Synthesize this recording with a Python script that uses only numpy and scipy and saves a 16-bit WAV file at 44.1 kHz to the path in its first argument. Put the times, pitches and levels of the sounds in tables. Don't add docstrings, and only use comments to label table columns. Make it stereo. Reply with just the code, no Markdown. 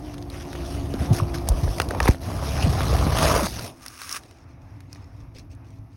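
import sys
import numpy as np
from scipy import signal
from scipy.fft import rfft, irfft, next_fast_len
from scipy.io import wavfile

SR = 44100
rng = np.random.default_rng(int(sys.argv[2]) if len(sys.argv) > 2 else 0)


def wav_record(signal):
    frames = np.transpose(np.atleast_2d(signal))
    bounded = np.clip(frames, -1, 1)
    quanta = np.round(bounded * 32767).astype(np.int16)
    wavfile.write(sys.argv[1], SR, quanta)


N = 262836
TIME = np.arange(N) / SR
FFT_SIZE = next_fast_len(N, real=True)
HZ = np.fft.rfftfreq(FFT_SIZE, 1 / SR)

# time_s, level_db
HANDLING_LEVEL = [(0, -34.5), (.48, -33), (.8, -27), (1.15, -26.5), (2.05, -25.5), (2.17, -34), (2.27, -25),
                  (2.45, -25), (2.85, -18), (3.3, -16.5), (3.43, -25), (3.5, -29.5), (3.63, -32.5),
                  (3.73, -63.5)]
# time_s, level_db
CANVAS_PRESSURE = [(0, -40.5), (.3, -42), (.55, -36), (.9, -37.5), (1.15, -32), (1.28, -34.5), (1.8, -34.5),
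                   (2.075, -30), (2.12, -35.5), (2.19, -45), (2.26, -32.5), (2.7, -31), (3.11, -29),
                   (3.27, -25.5), (3.36, -25.5), (3.45, -28.5), (3.5, -40.5), (3.65, -34.5), (3.72, -42),
                   (3.79, -61.5)]
# pitch_hz, level_db
RUMBLE_COLOUR = [(15, -29.5), (35, -16.5), (62, 0.5), (100, -6), (150, -8.5), (220, -20.5), (400, -25),
                 (900, -52.5)]
SCRAPE_COLOUR = [(100, -33), (250, 6.5), (450, -2), (700, 2.5), (900, -6.5), (1200, -11), (1500, -36.5),
                 (2400, -29), (5000, -36.5)]
RASP_COLOUR = [(200, -26), (450, -3), (700, 2), (950, 9.5), (1200, 10.5), (1600, 0.5), (2100, -5),
               (3000, -5.5), (4200, -16.5), (6000, -30.5)]
HISS_COLOUR = [(700, -1), (1400, 2), (2200, -1), (3100, 4), (4100, -0.5), (5500, 0), (6800, -3),
               (9000, -3.5), (13000, -13), (15500, -11.5)]
# pitch_hz, left_minus_right_db
CLOTH_SIDE = [(150, -5), (330, -2), (650, 3), (1100, 5), (1800, 1), (5000, 2.5)]
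# start_s, length_s, level_db, brightness_db_per_octave, fold_ring_hz
PAPER_STROKES = [(0.032, 0.12, -53, -4.5, 2980), (0.302, 0.12, -43.5, -2, 2900),
                 (0.422, 0.54, -48.5, -2.5, 2930), (0.637, 0.13, -48.5, 2, 5500),
                 (0.982, 0.079, -40, -2, 2660), (1.124, 0.066, -33.5, 0.5, 5400),
                 (1.339, 0.017, -34.5, -2, 4900), (1.471, 0.011, -41.5, -4, 4500),
                 (1.513, 0.32, -43.5, 2, 5850), (2.012, 0.12, -38, 0, 2300), (2.201, 0.18, -44, 1.5, 5960),
                 (2.397, 0.24, -35.5, -1, 5470), (2.57, 0.66, -35, -.5, 4040),
                 (3.087, 0.084, -42, -4.5, 4500), (3.154, 0.31, -27, 2, 6550),
                 (3.465, 0.21, -37, 1.5, 5400)]
# start_s, level_db, ring_hz
WEAVE_CATCHES = [(2.424, -18.5, 638), (2.806, -12.5, 923), (2.864, -18.5, 694), (2.896, -18.5, 548),
                 (2.928, -13.5, 468), (2.947, -14, 666), (3.01, -19.5, 620), (3.067, -12, 460),
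                 (3.103, -19, 708), (3.154, -15, 980), (3.174, -20, 744), (3.21, -15.5, 730),
                 (3.243, -12, 660), (3.272, -10.5, 680), (3.298, -7.5, 626), (3.314, -11.5, 1260),
                 (3.355, -13.5, 950), (3.394, -12.5, 767), (3.465, -17.5, 940)]
# start_s, level_db, ring_hz, brightness_db_per_octave
SNAP_EVENTS = [(0.1418, -20.5, 3330, -2.5), (0.1809, -23, 3130, -3), (0.225, -23, 3870, -2.5),
               (0.3006, -18.5, 4200, 2), (0.5297, -16.5, 2040, -4), (0.552, -15.5, 2100, -7.5),
               (0.939, -18.5, 4580, -2.5), (1.1318, -17.5, 1330, 13), (1.164, -19, 1400, 4),
               (1.3443, -13.5, 4860, -5.5), (1.384, -20.5, 4230, -1.5), (1.4878, 3.5, 5900, 10),
               (1.521, -21, 3510, -5.5), (1.679, -20, 1490, -8.5), (1.783, -14.5, 1920, -1.5),
               (1.8, 2, 2020, -5.5), (1.8173, -6, 1580, -0.5), (1.8874, -16.5, 1330, 7),
               (1.9078, -12.5, 1510, -2), (1.949, -22.5, 1900, -2.5), (2.0025, 0, 1780, -6),
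               (2.029, -6.5, 3960, -4), (2.053, -11, 2650, -2.5), (2.057, -3.5, 1040, -6),
               (2.0706, -8, 2400, -8), (2.077, -1, 2300, -8), (2.0816, -4.5, 1990, 6),
               (2.0858, -6.5, 2400, -3), (2.11, -15.5, 1920, -4), (2.146, -19, 1580, -6.5),
               (2.183, -32.5, 4800, 0.5), (2.7318, -12.5, 1600, -9), (2.966, -13.5, 1337, -1.5),
               (3.468, -9.5, 5270, -4.5), (3.5933, -11.5, 5400, -2.5), (3.8621, -15.5, 1295, 1),
               (3.882, -15.5, 5550, 2), (4.0168, -16.5, 1310, 0), (4.0932, -11.5, 6300, 1),
               (4.113, -13.5, 6050, 0.5), (4.126, -6.5, 6040, 21), (4.148, -16, 1376, 0.5),
               (4.1645, -15.5, 1620, 0.5), (4.2352, -27, 3900, -2), (4.3106, -29.5, 2280, -2.5),
               (4.805, -30.5, 1840, -0.5), (4.929, -21.5, 5270, 2.5), (4.949, -33, 5300, 0),
               (4.958, -32.5, 2270, -5), (5.204, -38, 5350, -4), (5.385, -28, 5420, 0),
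               (5.394, -30, 5200, 2), (5.55, -38, 5760, 6)]
# pitch_hz, level_db
CREASE_COLOUR = [(200, -18.5), (700, -0.5), (1300, -1), (2600, -3.5), (4000, 0), (6000, -2.5), (9000, -1.5),
                 (13000, -14), (15500, -6)]
# start_s, level_db, peak_hz (pitch when loudest),
# swell_cycles (rise time, in cycles of peak_hz), fall_ratio (first pitch over last), left_minus_right_db
BUCKLE_EVENTS = [(.939, -17.5, 345, 1.4, 6.3, 3.5), (.999, -17, 74.5, 1.47, 3.2, -2.5),
                 (1.017, -18, 169, .5, 2.6, -1), (1.102, -8.5, 124, 1.96, 4, -0.5),
                 (1.126, -14, 149, .5, 3.4, 0), (1.2, -17.5, 1140, 1.9, 1.4, 8),
                 (1.22, -11, 109, 0.75, 2.3, 3.5), (1.4865, -19.5, 780, 1.1, 2, 5),
                 (1.493, -10, 58.3, 1.17, 5.7, 0), (1.628, -13.5, 84, 1.47, 6, 4.5),
                 (1.668, -14.5, 61, 0.84, 3, 0), (1.677, -23.5, 643, 1.15, 6.8, 4),
                 (1.7996, -13.5, 1566, 3.2, 5.93, 1.5), (1.909, -21, 500, 2.05, 5.1, 1),
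                 (1.948, -22.5, 935, 1.5, 1.8, 5), (2.002, -17, 1490, 3.68, 7, -3),
                 (2.005, -22, 617, 2, 6, 10), (2.011, -18, 64, 1.6, 3.7, 2.5),
                 (2.077, -14, 860, 4.59, 5.3, 3), (2.0843, -10.5, 365, 1.63, 7.5, -4),
                 (2.088, -5.5, 89, 0.8, 10.4, 0.5), (2.636, -10, 80, 1, 5.3, -0.5),
                 (2.658, -14.5, 171, 3.06, 5.1, -2), (2.903, -13.5, 66.4, 1.43, 3.3, 1),
                 (3.066, -10, 170, 0.61, 8.3, -1), (3.421, -18, 227, 2.6, 2.7, 3.5)]
# time_s, level_db
PEEL_LEVEL = [(3.815, -49.5), (3.825, -42.5), (3.96, -41.5), (4.02, -34.5), (4.08, -35.5), (4.168, -26),
              (4.2, -50.5)]
# start_s, length_s, level_db
STRIP_SWINGS = [(4.206, 0.12, -53), (4.33, 0.11, -57), (4.47, 0.051, -56.5), (4.6, 0.37, -62.5),
                (4.891, 0.13, -55.5), (5.018, 0.21, -60.5), (5.339, 0.061, -46), (5.495, 0.029, -49),
                (5.637, 0.15, -58), (5.893, 0.075, -60.5)]
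# pitch_hz, level_db
TAPE_COLOUR = [(300, -24), (800, -21), (1150, -2.5), (1700, -9.5), (2700, -4.5), (4200, -10.5),
               (6500, -5.5), (9000, -7), (13000, -20), (15500, -11.5)]
LOOSE_STRIP_COLOUR = [(500, 10.5), (1500, -11), (2500, 6), (3300, 1), (4400, 0.5), (5500, -1), (8000, 0.5),
                      (11000, -20), (15500, -13)]
# pitch_hz, width_hz, lift_db
STRIP_RESONANCES = [(1180, 110, 4), (1620, 90, 5), (4420, 130, 0.5), (5220, 120, 4.5), (5550, 140, 4),
                    (6730, 160, 1)]
# pitch_hz, left_minus_right_db
TAUT_STRIP_SIDE = [(700, 2), (950, 9), (1400, 10.5), (2000, -2.5)]
# time_s, level_db
ENGINE_LEVEL = [(0, -42.5), (1, -35), (1.8, -36.5), (2.2, -44), (3.2, -59), (3.8, -58.5), (5.9, -60)]
# first_hz, resting_hz, level_db, phase_wobble_rad
ENGINE_TONES = [(60.5, 65, -6.5, 0.97), (294, 250, 0, 1.4), (355, 331, -2.5, 0.93), (703, 662, -11, 2)]
# time_s, level_db
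AIR_LEVEL = [(0, -48), (3.8, -50.5), (4.5, -49), (5.97, -52)]
MACHINE_LEVEL = [(3.65, -44), (3.85, -65), (4.3, -56), (4.62, -47), (5.95, -46.5)]
# pitch_hz, level_db
MACHINE_TONES = [(60, -3.5), (97, -1), (280, -11.5), (657, -27)]
# pitch_hz, level_db
AIR_COLOUR = [(20, -26), (55, -1), (130, -0.5), (190, -15), (280, -5), (420, -18.5), (750, -13),
              (1200, -18), (1600, -24.5), (2600, -27), (3400, -33), (4400, -41), (5500, -36), (7200, -45.5),
              (9000, -49.5), (15500, -68)]
EXHAUST_COLOUR = [(30, -35), (60, -28), (75, -20), (98, -0.5), (120, -11), (170, -16), (400, -56.5)]
# pitch_hz, lead_rad
PORT_LEAD = [(100, 0.06), (500, -.2), (1100, -.8), (1900, 0.4), (3100, 2.56), (4400, 1.8), (5300, 1),
             (6300, 1.65), (7400, 3), (9200, 4.1), (10600, 5.86), (12000, 6.21), (13400, 9.1),
             (15800, 9.87)]
# pitch_hz, likeness
PORT_LIKENESS = [(60, 0.99), (130, 0.98), (290, 0.81), (640, 0.15), (1400, 0.095), (3100, 0.83),
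                 (4500, 0.58), (6000, 0.87), (7400, 1), (9500, 0.58), (11300, 1), (12800, 0.59), (14200, 1),
                 (16000, .55)]

POCKET_HZ = 701
STROKE_ATTACK_SHARE, STROKE_RELEASE_S, RESTING_HISS_DB = 0.21, 0.016, -12
CRACK_S, CRACK_REF_HZ, CRACK_POWER = .00065, 2504, 0.33
SHIVER_S = .007
BEND_GLIDE = .8
LEAD_FULL_HZ = 217
THREADS_PER_S, THREAD_JITTER, THREAD_SPREAD_DB = 520, 0.49, 2
DRONE_SETTLE_S = 2.4
FADING_DB, FADING_PER_S = 4.5, 2.3
HEADROOM, EDGE_HZ = .95, 16000


def amp(db):
    return 10 ** (np.asarray(db) / 20)


def unit(x):
    return x / np.sqrt(np.mean(x ** 2) + 1e-20)


def at_hz(points, hz):
    f, value = np.transpose(points)
    return np.interp(np.log(hz + 1), np.log(f + 1), value)


def level(rows, fade=0.022):
    s, db = np.transpose(rows)
    outside = np.maximum(s[0] - TIME, 0) + np.maximum(TIME - s[-1], 0)
    return amp(np.interp(TIME, s, db)) * np.exp(-outside / fade)


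def wander(hz, size=32768):
    s = np.linspace(0, N / SR, size)
    blur = np.exp(-(np.fft.rfftfreq(size, s[1]) / hz) ** 2)
    drift = unit(irfft(rfft(rng.standard_normal(size)) * blur))
    return np.interp(TIME, s, drift)


def filtered(x, gain):
    return irfft(rfft(x, FFT_SIZE) * gain, FFT_SIZE)[..., :N]


def colour(x, spectrum):
    return unit(irfft(rfft(x, FFT_SIZE) * amp(at_hz(spectrum, HZ)), FFT_SIZE)[..., :N])


def noise(size=N):
    return rng.standard_normal((2, size))


def add(mix, s, sound):
    part = mix[..., max(round(s * SR), 0):][..., :sound.shape[-1]]
    part += sound[..., :part.shape[-1]]


def hump(hz, ring_hz, octaves):
    return 1 / (1 + (np.log2((hz + 1) / ring_hz) / octaves) ** 2)


def swell(s, length, attack_s, release_s):
    rise = np.clip((TIME - s) / attack_s, 0, 1)
    return rise * np.exp(-np.maximum(TIME - s - length, 0) / release_s)


def sided(pair, side):
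    return filtered(pair, amp(at_hz(side, HZ) * np.array([[.5], [-.5]])))


def ring_down(power, ring_s):
    return signal.lfilter([1], [1, -np.exp(-1 / (ring_s * SR))], power)


def slips(per_s, spread_db, ring_s, smooth):
    happens = rng.random(N) < per_s / SR
    sizes = amp(spread_db * np.minimum(rng.exponential(1, N), 4)) * happens
    power = ring_down(sizes ** 2, ring_s)
    return np.sqrt(smooth + (1 - smooth) * power / power.mean()) * noise()


def patchy(x, depth_db, span_s, span_hz, size=512):
    z = signal.stft(x, nperseg=size, noverlap=3 * size // 4)[2]
    per_hz = np.fft.fftfreq(z.shape[1], SR / size)[:, None]
    per_s = np.fft.rfftfreq(z.shape[2], size / 4 / SR)
    blur = np.exp(-(per_hz * span_hz) ** 2 - (per_s * span_s) ** 2)
    grain = np.fft.rfft2(rng.standard_normal(z.shape[1:]))
    field = unit(np.fft.irfft2(grain * blur, z.shape[1:]))
    return signal.istft(z * amp(depth_db * field), nperseg=size, noverlap=3 * size // 4)[1][:, :N]


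def sliding():
    rumble = colour(noise(), RUMBLE_COLOUR) * level(HANDLING_LEVEL)
    force = level(CANVAS_PRESSURE)
    pressed = force / force.max()

    grains = slips(per_s=660, spread_db=-1.0, ring_s=0.0016, smooth=0.44)
    sticking = patchy(grains, depth_db=3.5, span_s=0.04, span_hz=407)
    weave = np.sqrt(pressed) * sticking + np.sqrt(1 - pressed) * noise()
    rasp = (amp(1.0) * colour(weave, RASP_COLOUR) + amp(-5.5) * plucks()) * pressed ** 2.08

    pocket_hz = POCKET_HZ * np.exp(.09 * wander(13))
    pocket = resonate(weave, pocket_hz, width_hz=127) * pressed ** 1.6
    rubbing = amp(-4.0) * colour(weave, SCRAPE_COLOUR) + rasp + amp(-6) * pocket
    scrape = sided(force * rubbing + catches(), CLOTH_SIDE)

    grit = slips(per_s=1500, spread_db=2.5, ring_s=.00025, smooth=.38)
    fibres = colour(patchy(grit, depth_db=2.5, span_s=0.048, span_hz=900), HISS_COLOUR)
    tick_bursts = slips(per_s=260, spread_db=1.5, ring_s=.0004, smooth=0)
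    ticks = colour(tick_bursts, CREASE_COLOUR) * np.sqrt(pressed)
    stroke_hiss = strokes(fibres + amp(-8.5) * ticks)
    hiss = amp(0.34) * stroke_hiss + amp(RESTING_HISS_DB) * force * fibres

    judder = amp(2.1 * np.sqrt(pressed) * wander(230) - .4)
    return amp(-3.5) * rumble + judder * (amp(1.43) * scrape + hiss)


def plucks(per_s=520, low_hz=380, high_hz=1500, cycles=2.2, count=24, size=1500):
    out, t = np.zeros((2, N)), np.arange(size) / SR
    for hz in np.geomspace(low_hz, high_hz, count):
        sizes = rng.random(N) * (rng.random(N) < per_s / count / SR)
        tone = np.sin(2 * np.pi * (hz * t + rng.random((2, 1))))
        ring = tone * hz * t * np.exp(-2 * hz * t / cycles)
        out += signal.oaconvolve(sizes[None], ring, axes=1)[:, :N]
    return unit(out)


def resonate(x, hz, width_hz):
    turn = np.exp(2j * np.pi * np.cumsum(hz) / SR)
    r = np.exp(-np.pi * width_hz / SR)
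    return unit((turn * signal.lfilter([1], [1, -2 * r, r * r], x / turn)).real)


def yard():
    patches = patchy(noise(), depth_db=1.5, span_s=.2, span_hz=700)
    air = colour(patches, AIR_COLOUR) * level(AIR_LEVEL) * amp(1.2 * wander(7.1))
    hum = np.zeros(N)
    for hz, db in MACHINE_TONES:
        gain = amp(db + 4.3 * wander(31))
        hum += gain * np.sin(2 * np.pi * hz * TIME + 3.35 * wander(5.8))
    exhaust = colour(noise(), EXHAUST_COLOUR)
    flicker = amp(-1.5 + 1.7 * wander(17))
    return air + amp(1.5) * (exhaust + hum) * level(MACHINE_LEVEL) * flicker


def engine():
    out = np.zeros(N)
    for first_hz, rest_hz, db, wobble in ENGINE_TONES:
        hz = rest_hz + (first_hz - rest_hz) * np.exp(-TIME / DRONE_SETTLE_S)
        fading = unit(amp(FADING_DB * np.tanh(wander(FADING_PER_S)) + 1.8 * wander(14)))
        phase = 2 * np.pi * np.cumsum(hz) / SR + wobble * wander(9.0)
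        out += amp(db) * fading * np.sin(phase)
    return out * level(ENGINE_LEVEL, fade=0.89)


def strokes(fibres, ring_db=4, ring_octaves=0.063):
    out = np.zeros((2, N))
    for s, length, db, bright_db, ring_hz in PAPER_STROKES:
        span = slice(max(round(s * SR), 0), round((s + length + .2) * SR))
        gain = swell(s, length, STROKE_ATTACK_SHARE * length, STROKE_RELEASE_S)[span]
        size = next_fast_len(len(gain), real=True)
        hz = np.fft.rfftfreq(size, 1 / SR)
        tilt_db = bright_db * np.log2(np.maximum(hz, 2000) / 2000)
        tint = amp(tilt_db + ring_db * hump(hz, ring_hz, ring_octaves))
        tinted = unit(irfft(rfft(fibres[:, span], size) * tint, size))
        add(out, s, amp(db) * gain * tinted[:, :len(gain)])
    return out


def snaps(tail_db=-20, ring_db=8, ring_octaves=0.31, echo_s=0.0032, echo_db=-16.5, size=4096):
    out, t, hz = np.zeros((2, N)), np.arange(size) / SR, np.fft.rfftfreq(size, 1 / SR)
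    for s, db, ring_hz, bright_db in SNAP_EVENTS:
        u = t / CRACK_S * (ring_hz / CRACK_REF_HZ) ** CRACK_POWER
        burst = u ** 2 * np.exp(2 - 2 * u)
        shiver = amp(tail_db) * (1 - np.exp(-u)) * np.exp(-t / SHIVER_S)
        tilt_db = bright_db * np.log2(np.clip(hz, 400, 6000) / 4000)
        tint = amp(at_hz(CREASE_COLOUR, hz) + tilt_db + ring_db * hump(hz, ring_hz, ring_octaves))
        crack = (burst + shiver) * unit(irfft(rfft(noise(size)) * tint))
        add(out, s, amp(db - 9.0) * crack)
        add(out, s + echo_s * rng.uniform(0.4, 1), amp(db + echo_db) * crack[::-1])
    return out


def buckles(ragged=0.14, right_lead=0.85):
    out = np.zeros((2, N))
    for s, db, peak_hz, cycles, fall, side_db in BUCKLE_EVENTS:
        swell_s = cycles / peak_hz
        u = np.arange(round(6 * swell_s * SR)) / (swell_s * SR)
        bend = 1 + (fall - 1) / (1 + u / BEND_GLIDE) ** 2
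        hz = peak_hz * bend / np.interp(1, u, bend)
        shape = u * np.exp((1 - u ** 1.5) / 1.5)
        phase = 2 * np.pi * np.cumsum(hz) / SR
        lead = right_lead * np.minimum(hz / LEAD_FULL_HZ, 1) ** 2
        left = amp(db + side_db / 2) * np.sin(phase)
        right = amp(db - side_db / 2) * np.sin(phase + lead)
        add(out, s, shape * np.array([left, right]))
    return out * (1 + ragged * np.array([wander(930), wander(680)]))


def catches(rise_s=0.0016, ring_db=14, ring_octaves=0.49, size=2048):
    out, hz = np.zeros((2, N)), np.fft.rfftfreq(size, 1 / SR)
    u = np.arange(size) / SR / rise_s
    for s, db, ring_hz in WEAVE_CATCHES:
        tint = amp(ring_db * hump(hz, ring_hz, ring_octaves) - 10.4 * np.log2(1 + hz / 1500))
        burst = unit(irfft(rfft(noise(size)) * tint))
        add(out, s, amp(db - 8) * u * np.exp(1 - u) * burst)
    return out


def peeling():
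    taut = strip(colour(threads(), TAPE_COLOUR))
    rip = sided(taut, TAUT_STRIP_SIDE) * level(PEEL_LEVEL, fade=0.099)
    grains = slips(per_s=230, spread_db=4.5, ring_s=.0015, smooth=.5)
    crinkles = patchy(grains, depth_db=3.5, span_s=.025, span_hz=400)
    rustle = strip(colour(crinkles, LOOSE_STRIP_COLOUR))
    swings = np.zeros(N)
    for s, length, db in STRIP_SWINGS:
        swings += amp(db) * swell(s, length, attack_s=0.024, release_s=0.014)
    return amp(-1.0) * (rip + rustle * swings)


def threads(ring_s=0.00046, smooth=0.3, count=8000):
    gaps, sizes = rng.standard_normal((count, 2)).T
    at = (np.cumsum(np.exp(THREAD_JITTER * gaps)) * SR / THREADS_PER_S).astype(int)
    snap_power = amp(THREAD_SPREAD_DB * np.clip(sizes, -2, 2)) ** 2
    power = ring_down(np.bincount(at, snap_power, N)[:N], ring_s)
    return np.sqrt(smooth + power / power.mean()) * noise()


def strip(x):
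    lift_db = sum(db / (1 + (2 * (HZ - hz) / width) ** 2) for hz, width, db in STRIP_RESONANCES)
    return unit(filtered(x, amp(lift_db)))


def ports(pair):
    a, b = rfft(pair, FFT_SIZE)
    same = np.clip(at_hz(PORT_LIKENESS, HZ), 0, 1)
    mixed = same * a + np.sqrt(1 - same ** 2) * b
    right = mixed * np.exp(-1j * at_hz(PORT_LEAD, HZ))
    return irfft(np.array([a, right]), FFT_SIZE)[:, :N]


def scene():
    return ports(sliding() + yard() + snaps() + peeling()) + engine() + buckles()


def record(dry):
    edge = signal.firwin(401, EDGE_HZ, window=("kaiser", 8), fs=SR)
    return signal.oaconvolve(np.clip(dry, -HEADROOM, HEADROOM), edge[None], "same")


dry = scene()
out = record(dry)
wav_record(out)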